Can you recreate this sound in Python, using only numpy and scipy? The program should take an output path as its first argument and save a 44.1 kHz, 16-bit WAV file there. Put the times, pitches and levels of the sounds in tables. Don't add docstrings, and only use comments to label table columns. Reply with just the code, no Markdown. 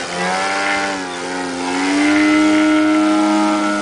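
import sys
import numpy as np
from scipy import signal
from scipy.io import wavfile
from scipy.ndimage import uniform_filter1d, map_coordinates

SR = 44100
rng = np.random.default_rng(int(sys.argv[2]) if len(sys.argv) > 2 else 0)


def transcribe(u):
    v = np.clip(np.atleast_2d(u).T, -1, 1)
    q = np.round(v * 32767).astype(np.int16)
    wavfile.write(sys.argv[1], SR, q)


def undo_db(level):
    steps = np.asarray(level, float) / 20
    return 10 ** steps


N = 168021

# (time [s], shaft speed [turns/s], blade hum [dB], exhaust [dB],
# # cowl ringing [dB], slipstream [dB])
FLIGHT_LEVELS = [(0.0, 88.04, -34, -20, -23, -32), (0.07, 87.6, -41, -31.5, -35, -33.5),
                 (0.22, 89.4, -52, -17.5, -32.5, -33.5), (0.44, 97, -35.5, -18.5, -39, -31.5),
                 (0.69, 99.24, -29.5, -17, -22.5, -34), (0.9, 98.2, -30, -19, -35, -34),
                 (1.01, 93.47, -26.5, -25.5, -42, -36.5), (1.08, 90.46, -34, -26, -40, -39),
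                 (1.17, 87.8, -37.5, -26.5, -25.5, -36), (1.36, 91.36, -27.5, -21, -29, -36),
                 (1.55, 87.95, -26, -24, -34, -36.5), (1.7, 89.8, -24, -18.5, -34.5, -34),
                 (2.0, 97.9, -14.5, -19.5, -33.5, -30.5), (2.17, 101.2, -13, -18.5, -13, -34),
                 (2.47, 102.8, -12, -22.5, -30, -33), (2.86, 103, -13.5, -21.5, -45, -37.5),
                 (3.38, 104.4, -15.5, -21.5, -42, -32.5), (3.81, 102.3, -23.5, -23.5, -58, -35.5)]
SHAFT_HZ, HUM_DB, ENGINE_DB, COWL_DB, HISS_DB = range(1, 6)

# (time [s], ground echo lag [ms], clean tone over rough exhaust [dB],
# brightness [dB per octave], low throb [dB], side shown [0 belly to 3 back], wind [dB])
VIEW_PATH = [(0, 1.545, 6, -1.5, -39, 1.3, -48), (.25, 1.67, 7, -2.5, -27.5, 0.38, -52),
             (.42, 1.81, 7, -0.5, -36, 0.086, -53), (.8, 1.86, 5.5, -0.5, -35, 0.05, -46),
             (1.1, 2.056, 7, -2.5, -40, 0.75, -54), (1.5, 2.09, 4.5, -5.5, -37, 0.65, -51),
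             (1.85, 2.335, 3.5, 1, -42, 1.03, -50), (2.15, 2.64, 6.5, 2, -38.5, 1.57, -39.5),
             (2.45, 2.317, 10, 1, -32.5, 1.99, -44), (2.8, 2.834, 9.5, 0, -37, 2.02, -43.5),
             (3.1, 2.93, 11, -1, -33, 2.7, -54), (3.5, 3.26, 11, -1.5, -27, 3.08, -53),
             (3.68, 3.5, 8.5, -1, -27, 2.31, -52), (3.81, 4.4, 8.5, -2.5, -31, 2.34, -45)]
ECHO_MS, CLEAN_DB, BRIGHTNESS, THROB_DB, SIDE, WIND_DB = range(1, 7)

EXHAUST_TRIM_DB = -8.5


def unit(x):
    return x / np.sqrt(np.mean(x ** 2))


def curve(table, axis):
    rows = np.array(table, float)
    return np.interp(np.arange(N) / SR, rows[:, 0], rows[:, axis])


def ring(x, hz, width_hz):
    return signal.lfilter(*signal.iirpeak(hz, hz / width_hz, fs=SR), x)


def ring_twice(x, hz, width_hz):
    return ring(ring(x, hz, width_hz), hz, width_hz)


def walk(rate):
    hold = int(SR / rate)
    held = np.repeat(rng.standard_normal(400), hold)[:N]
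    return 1.14 * uniform_filter1d(uniform_filter1d(held, hold), hold)


def pulses(turns, scatter_db, late_s):
    at = np.interp(np.arange(1, int(turns[-1])), turns, np.arange(N))
    lateness, loudness = rng.standard_normal((2000, 2))[:len(at)].T
    at = np.clip(at + late_s * SR * lateness, 0, N - 2)
    i = at.astype(int)
    size = undo_db(scatter_db * loudness)
    return np.bincount(i, size * (i + 1 - at), N) + np.bincount(i + 1, size * (at - i), N)


def coloured(points, flicker_db):
    hz_db = np.array(points, float)
    lowest, highest = hz_db[0, 0], min(hz_db[-1, 0], 11000)
    out = 0
    for hz in lowest * 2 ** np.arange(.25, np.log2(highest / lowest), .5):
        db = np.interp(np.log(hz), np.log(hz_db[:, 0]), hz_db[:, 1]) + flicker_db * walk(8.976)
        out = out + undo_db(db) * ring_twice(rng.standard_normal(N), hz, hz / 2)
    return out


def exhaust(turns):
    # (frequency [Hz], width [Hz], level [dB])
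    can_modes = [(362, 330, -20.5), (773, 230, 3), (956, 26, -14.5), (1434, 129, 7.5), (1675, 690, -18.5),
                 (2170, 350, 0), (2750, 870, -6.5), (5000, 2000, -19)]
    gas_db = -3.5
    puff = rng.standard_normal(N) * (.5 + 1.3 * np.exp(-(turns % 1) / 0.094))
    drive = unit(pulses(turns, scatter_db=2.0, late_s=.00004)) + undo_db(gas_db) * unit(puff)
    brightness = curve(VIEW_PATH, BRIGHTNESS)
    can = 0
    for hz, width_hz, db in can_modes:
        level = undo_db(db + brightness * np.log2(hz / 1000) + 0.24 * walk(12))
        answer = ring_twice(drive, hz, width_hz * 1.47)
        can = can + level * np.roll(answer, rng.integers(SR // 100))
    return unit(can) * undo_db(curve(FLIGHT_LEVELS, ENGINE_DB) + EXHAUST_TRIM_DB)


def tone(turns):
    # (multiple of the shaft speed, level [dB])
    belly = [(1, -26), (2, -8), (3, -4), (4, -10.5), (5, -11.5), (6, 0.5), (7, -15.5), (8, 4.5), (9, -1.5),
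             (10, -15.5), (11, -6), (12, -27), (13, -5.5), (14, 4.5), (15, -14), (16, -2.5), (17, -6),
             (18, -1), (19, -24), (20, -6.5), (21, -3), (22, -9.5), (23, -26), (24, -5.5)]
    rolling = [(1, -22), (2, -12), (3, 0), (4, -2.5), (5, -7), (6, -8), (7, -15), (8, -7), (9, -6.5),
               (10, -6.5), (11, -7), (12, -12), (13, -21.5), (14, -18.5), (15, -21), (16, -13.5),
               (17, -13.5), (18, -6.5), (19, -11.5), (20, -14), (21, -12), (22, -13), (23, -25.5),
               (24, -29.5)]
    flank = [(1, -33), (2, -22), (3, 0), (4, -16), (5, -35), (6, -4.5), (7, -21), (8, -18.5), (9, -14.5),
             (10, -27), (11, -53), (12, -22), (13, -9), (14, -8), (15, -23.5), (16, -22), (17, -23.5),
             (18, -22.5), (19, -44.5), (20, -15.5), (21, -18.5), (22, -23), (23, -35.5), (24, -24.5)]
    back = [(1, -37), (2, -11), (3, 0), (4, -36), (5, -16), (6, -7), (7, -12.5), (8, -4), (9, -7),
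            (10, -15), (11, -48), (12, -8), (13, -5.5), (14, -16), (15, -19.5), (16, -24.5), (17, -21),
            (18, -27), (19, -23), (20, -19), (21, -30.5), (22, -25), (23, -28), (24, -28)]
    first = 4
    idle_hz, idle_sway_db = 96, .45
    side = np.clip(curve(VIEW_PATH, SIDE), 0, 3)
    brightness = curve(VIEW_PATH, BRIGHTNESS)
    sides = np.array([belly, rolling, flank, back], float)[:, first - 1:, 1]
    sides = sides - 10 * np.log10(np.sum(10 ** (sides / 10), axis=1, keepdims=True))
    high = -25.5 - 0.724 * np.arange(22) + 2.1 * rng.standard_normal(22) * np.ones((4, 1))
    uneven = uniform_filter1d(rng.standard_normal(500)[turns.astype(int)], size=120)
    idle = idle_sway_db * np.clip(idle_hz - curve(FLIGHT_LEVELS, SHAFT_HZ), 0, None)
    out = 0
    for k, side_db in enumerate(np.hstack([sides, high]).T, start=first):
        db = np.interp(side, np.arange(4), side_db) + brightness * np.log2(k / 10)
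        db = db + (.8 + .07 * k + idle * k / 10) * walk(16)
        db = db - idle * k / 20 + .06 * k * uneven + glint_db(k)
        out = out + undo_db(db) * np.sin(2 * np.pi * (k * turns + rng.random()))
    level_db = curve(FLIGHT_LEVELS, ENGINE_DB) + EXHAUST_TRIM_DB + curve(VIEW_PATH, CLEAN_DB)
    return np.sqrt(2) * out * undo_db(level_db)


def glint_db(multiple):
    # (time [s], half length [s], frequency [Hz], gain [dB])
    glints = [(.31, .05, 935, 14), (.31, .05, 1400, 6), (.31, .05, 1760, 8), (.1, .15, 1100, -6),
              (.7, .05, 1780, 7), (1.3, .2, 1260, 7), (1.35, .25, 1620, -8), (1.82, .13, 560, -9),
              (2.0, .2, 675, 15), (1.98, .12, 775, -10), (.68, .2, 2075, 7), (.25, .08, 725, -8),
              (.7, .2, 690, -6), (1.62, .12, 985, 7), (3.3, .25, 2900, 6), (3.4, .12, 515, -7),
              (.6, .25, 1580, -5), (2.02, .08, 395, -7), (2.12, .05, 1005, 6), (2.04, .13, 2085, 11),
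              (2.29, .11, 2040, 8), (2.07, .08, 1500, -8), (2.45, .35, 2880, 9), (2.5, .35, 3290, 8),
              (2.65, .15, 930, 4), (3.1, .15, 930, -5), (3.0, .2, 1550, 5), (3.72, .1, 1440, 9),
              (3.72, .1, 1340, 6), (3.74, .12, 515, 12), (3.76, .08, 2130, -6), (3.6, .06, 2070, 5)]
    width_hz = 45
    t = np.arange(0, N, 256) / SR
    hz = multiple * curve(FLIGHT_LEVELS, SHAFT_HZ)[::256]
    db = 0
    for middle, half, centre, gain in glints:
        db = db + gain * np.exp(-((t - middle) / half) ** 4 - ((hz - centre) / width_hz) ** 2)
    return np.interp(np.arange(N) / SR, t, db)


def hum(turns):
    return np.sqrt(2) * undo_db(curve(FLIGHT_LEVELS, HUM_DB) + .5 * walk(22)) * np.sin(6 * np.pi * turns)


def throb(turns):
    twice = undo_db(curve(VIEW_PATH, THROB_DB) + 2.9 * walk(7.4)) * np.sin(4 * np.pi * turns)
    once = undo_db(-51.5 + 1.8 * walk(4.9)) * np.sin(2 * np.pi * turns)
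    return np.sqrt(2) * (twice + once)


def cowl_ringing(turns):
    each_turn = pulses(turns + .3, scatter_db=2.5, late_s=.00002)
    each_third = pulses(3 * turns + .4, scatter_db=3, late_s=.00003)
    ringing = ring_twice(each_turn + .5 * each_third, hz=2085, width_hz=230)
    return unit(ringing) * undo_db(curve(FLIGHT_LEVELS, COWL_DB) - 12.5)


def knocks():
    # (time [s], peak level [dB])
    hard_firings = [(0.1254, -16), (0.2698, -17.5), (0.3441, -15), (0.5008, -15.5), (0.604, -20.5),
                    (0.6639, -10), (0.6742, -11), (0.6954, -15), (0.7044, -9), (0.7243, -12), (0.7324, -24),
                    (0.7776, -21), (0.839, -13), (0.9288, -17.5), (1.7464, -20), (1.8861, -16.5),
                    (1.9057, -13.5), (1.9887, -14.5), (2.0103, -13), (2.0505, -12), (2.0827, -10.5),
                    (2.1106, -14.5), (2.161, -10), (2.1806, -11), (2.2012, -9), (2.337, -13.5),
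                    (2.367, -14.5), (2.53, -19), (2.55, -12), (2.58, -11), (2.6, -14), (2.6095, -14.5),
                    (2.617, -17.5), (2.64, -15), (2.6963, -19), (2.7157, -16), (2.7357, -21),
                    (2.7836, -14.5), (2.9462, -13), (3.4855, -20)]
    # (frequency [Hz], width [Hz], level [dB])
    cowl_modes = [(1420, 200, -10), (1780, 200, -6), (2090, 190, 0), (2400, 250, -9), (2900, 330, -8)]
    rows = np.array(hard_firings)
    hit = np.zeros(N)
    hit[(rows[:, 0] * SR).astype(int)] = undo_db(rows[:, 1] - 10)
    return sum(undo_db(db) * ring_twice(hit, hz, width) * SR / width for hz, width, db in cowl_modes)


def slipstream(turns):
    # (frequency [Hz], level [dB per Hz])
    air_colour = [(120, -46), (200, -16.5), (354, -0.5), (533, -20), (588, -24.5), (991, 0), (1150, -14),
                  (9910, -23.5), (12900, -61), (21800, -120)]
    air = coloured(air_colour, flicker_db=0.77)
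    treble = signal.sosfilt(signal.butter(4, [4000, 9000], "band", fs=SR, output="sos"), air)
    tips = unit(ring(rng.standard_normal(N), hz=5010, width_hz=980))
    tips = tips * undo_db(0.5 - 2.2 * curve(VIEW_PATH, SIDE))
    beat = 1 + .35 * np.sin(6 * np.pi * turns) + .3 * np.sin(2 * np.pi * turns)
    return (air / treble.std() + tips) * beat * undo_db(curve(FLIGHT_LEVELS, HISS_DB) - 2)


def ground_mirror(rough):
    lag = uniform_filter1d(curve(VIEW_PATH, ECHO_MS), size=4000) * SR / 1000
    mirror = map_coordinates(rough, [np.arange(N) - lag], order=1, mode="mirror")
    return undo_db(-4.5) * signal.lfilter(*signal.butter(1, 2580, fs=SR), mirror)


def wind():
    # (frequency [Hz], level [dB])
    wind_colour = [(22, -8.5), (50, -11), (90, -2.5), (130, -9), (170, -8.5)]
    return unit(coloured(wind_colour, flicker_db=2.5)) * undo_db(curve(VIEW_PATH, WIND_DB))


def scene():
    turns = np.cumsum(curve(FLIGHT_LEVELS, SHAFT_HZ) * (1 + 0.00096 * walk(30.07))) / SR
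    rough = exhaust(turns) + cowl_ringing(turns) + slipstream(turns)
    rough = signal.sosfilt(signal.butter(4, 122, "high", fs=SR, output="sos"), rough)
    gusts = wind()
    mix = rough + ground_mirror(rough) + knocks() + tone(turns) + hum(turns) + throb(turns) + gusts
    return mix[None]


def holes(x):
    share, from_hz = .05, 5000
    hz, _, z = signal.stft(x, SR, nperseg=512)
    bins, frames = z.shape[1:]
    keep = rng.random((bins // 7 + 1, frames // 2 + 1)) > share
    keep = np.repeat(np.repeat(keep, 7, 0), 2, 1)[:bins, :frames]
    keep = keep | (hz[:, None] < from_hz)
    return signal.istft(z * keep, SR, nperseg=512)[1][:, :N]


def top_cut(x):
    return signal.sosfilt(signal.butter(12, 10060, fs=SR, output="sos"), x)


def record(dry):
    patchy = holes(np.tanh(-dry))
    cut = signal.sosfilt(signal.ellip(10, .2, 80, 10120, fs=SR, output="sos"), patchy)
    return top_cut(cut)


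dry = scene()
out = record(dry)
transcribe(out)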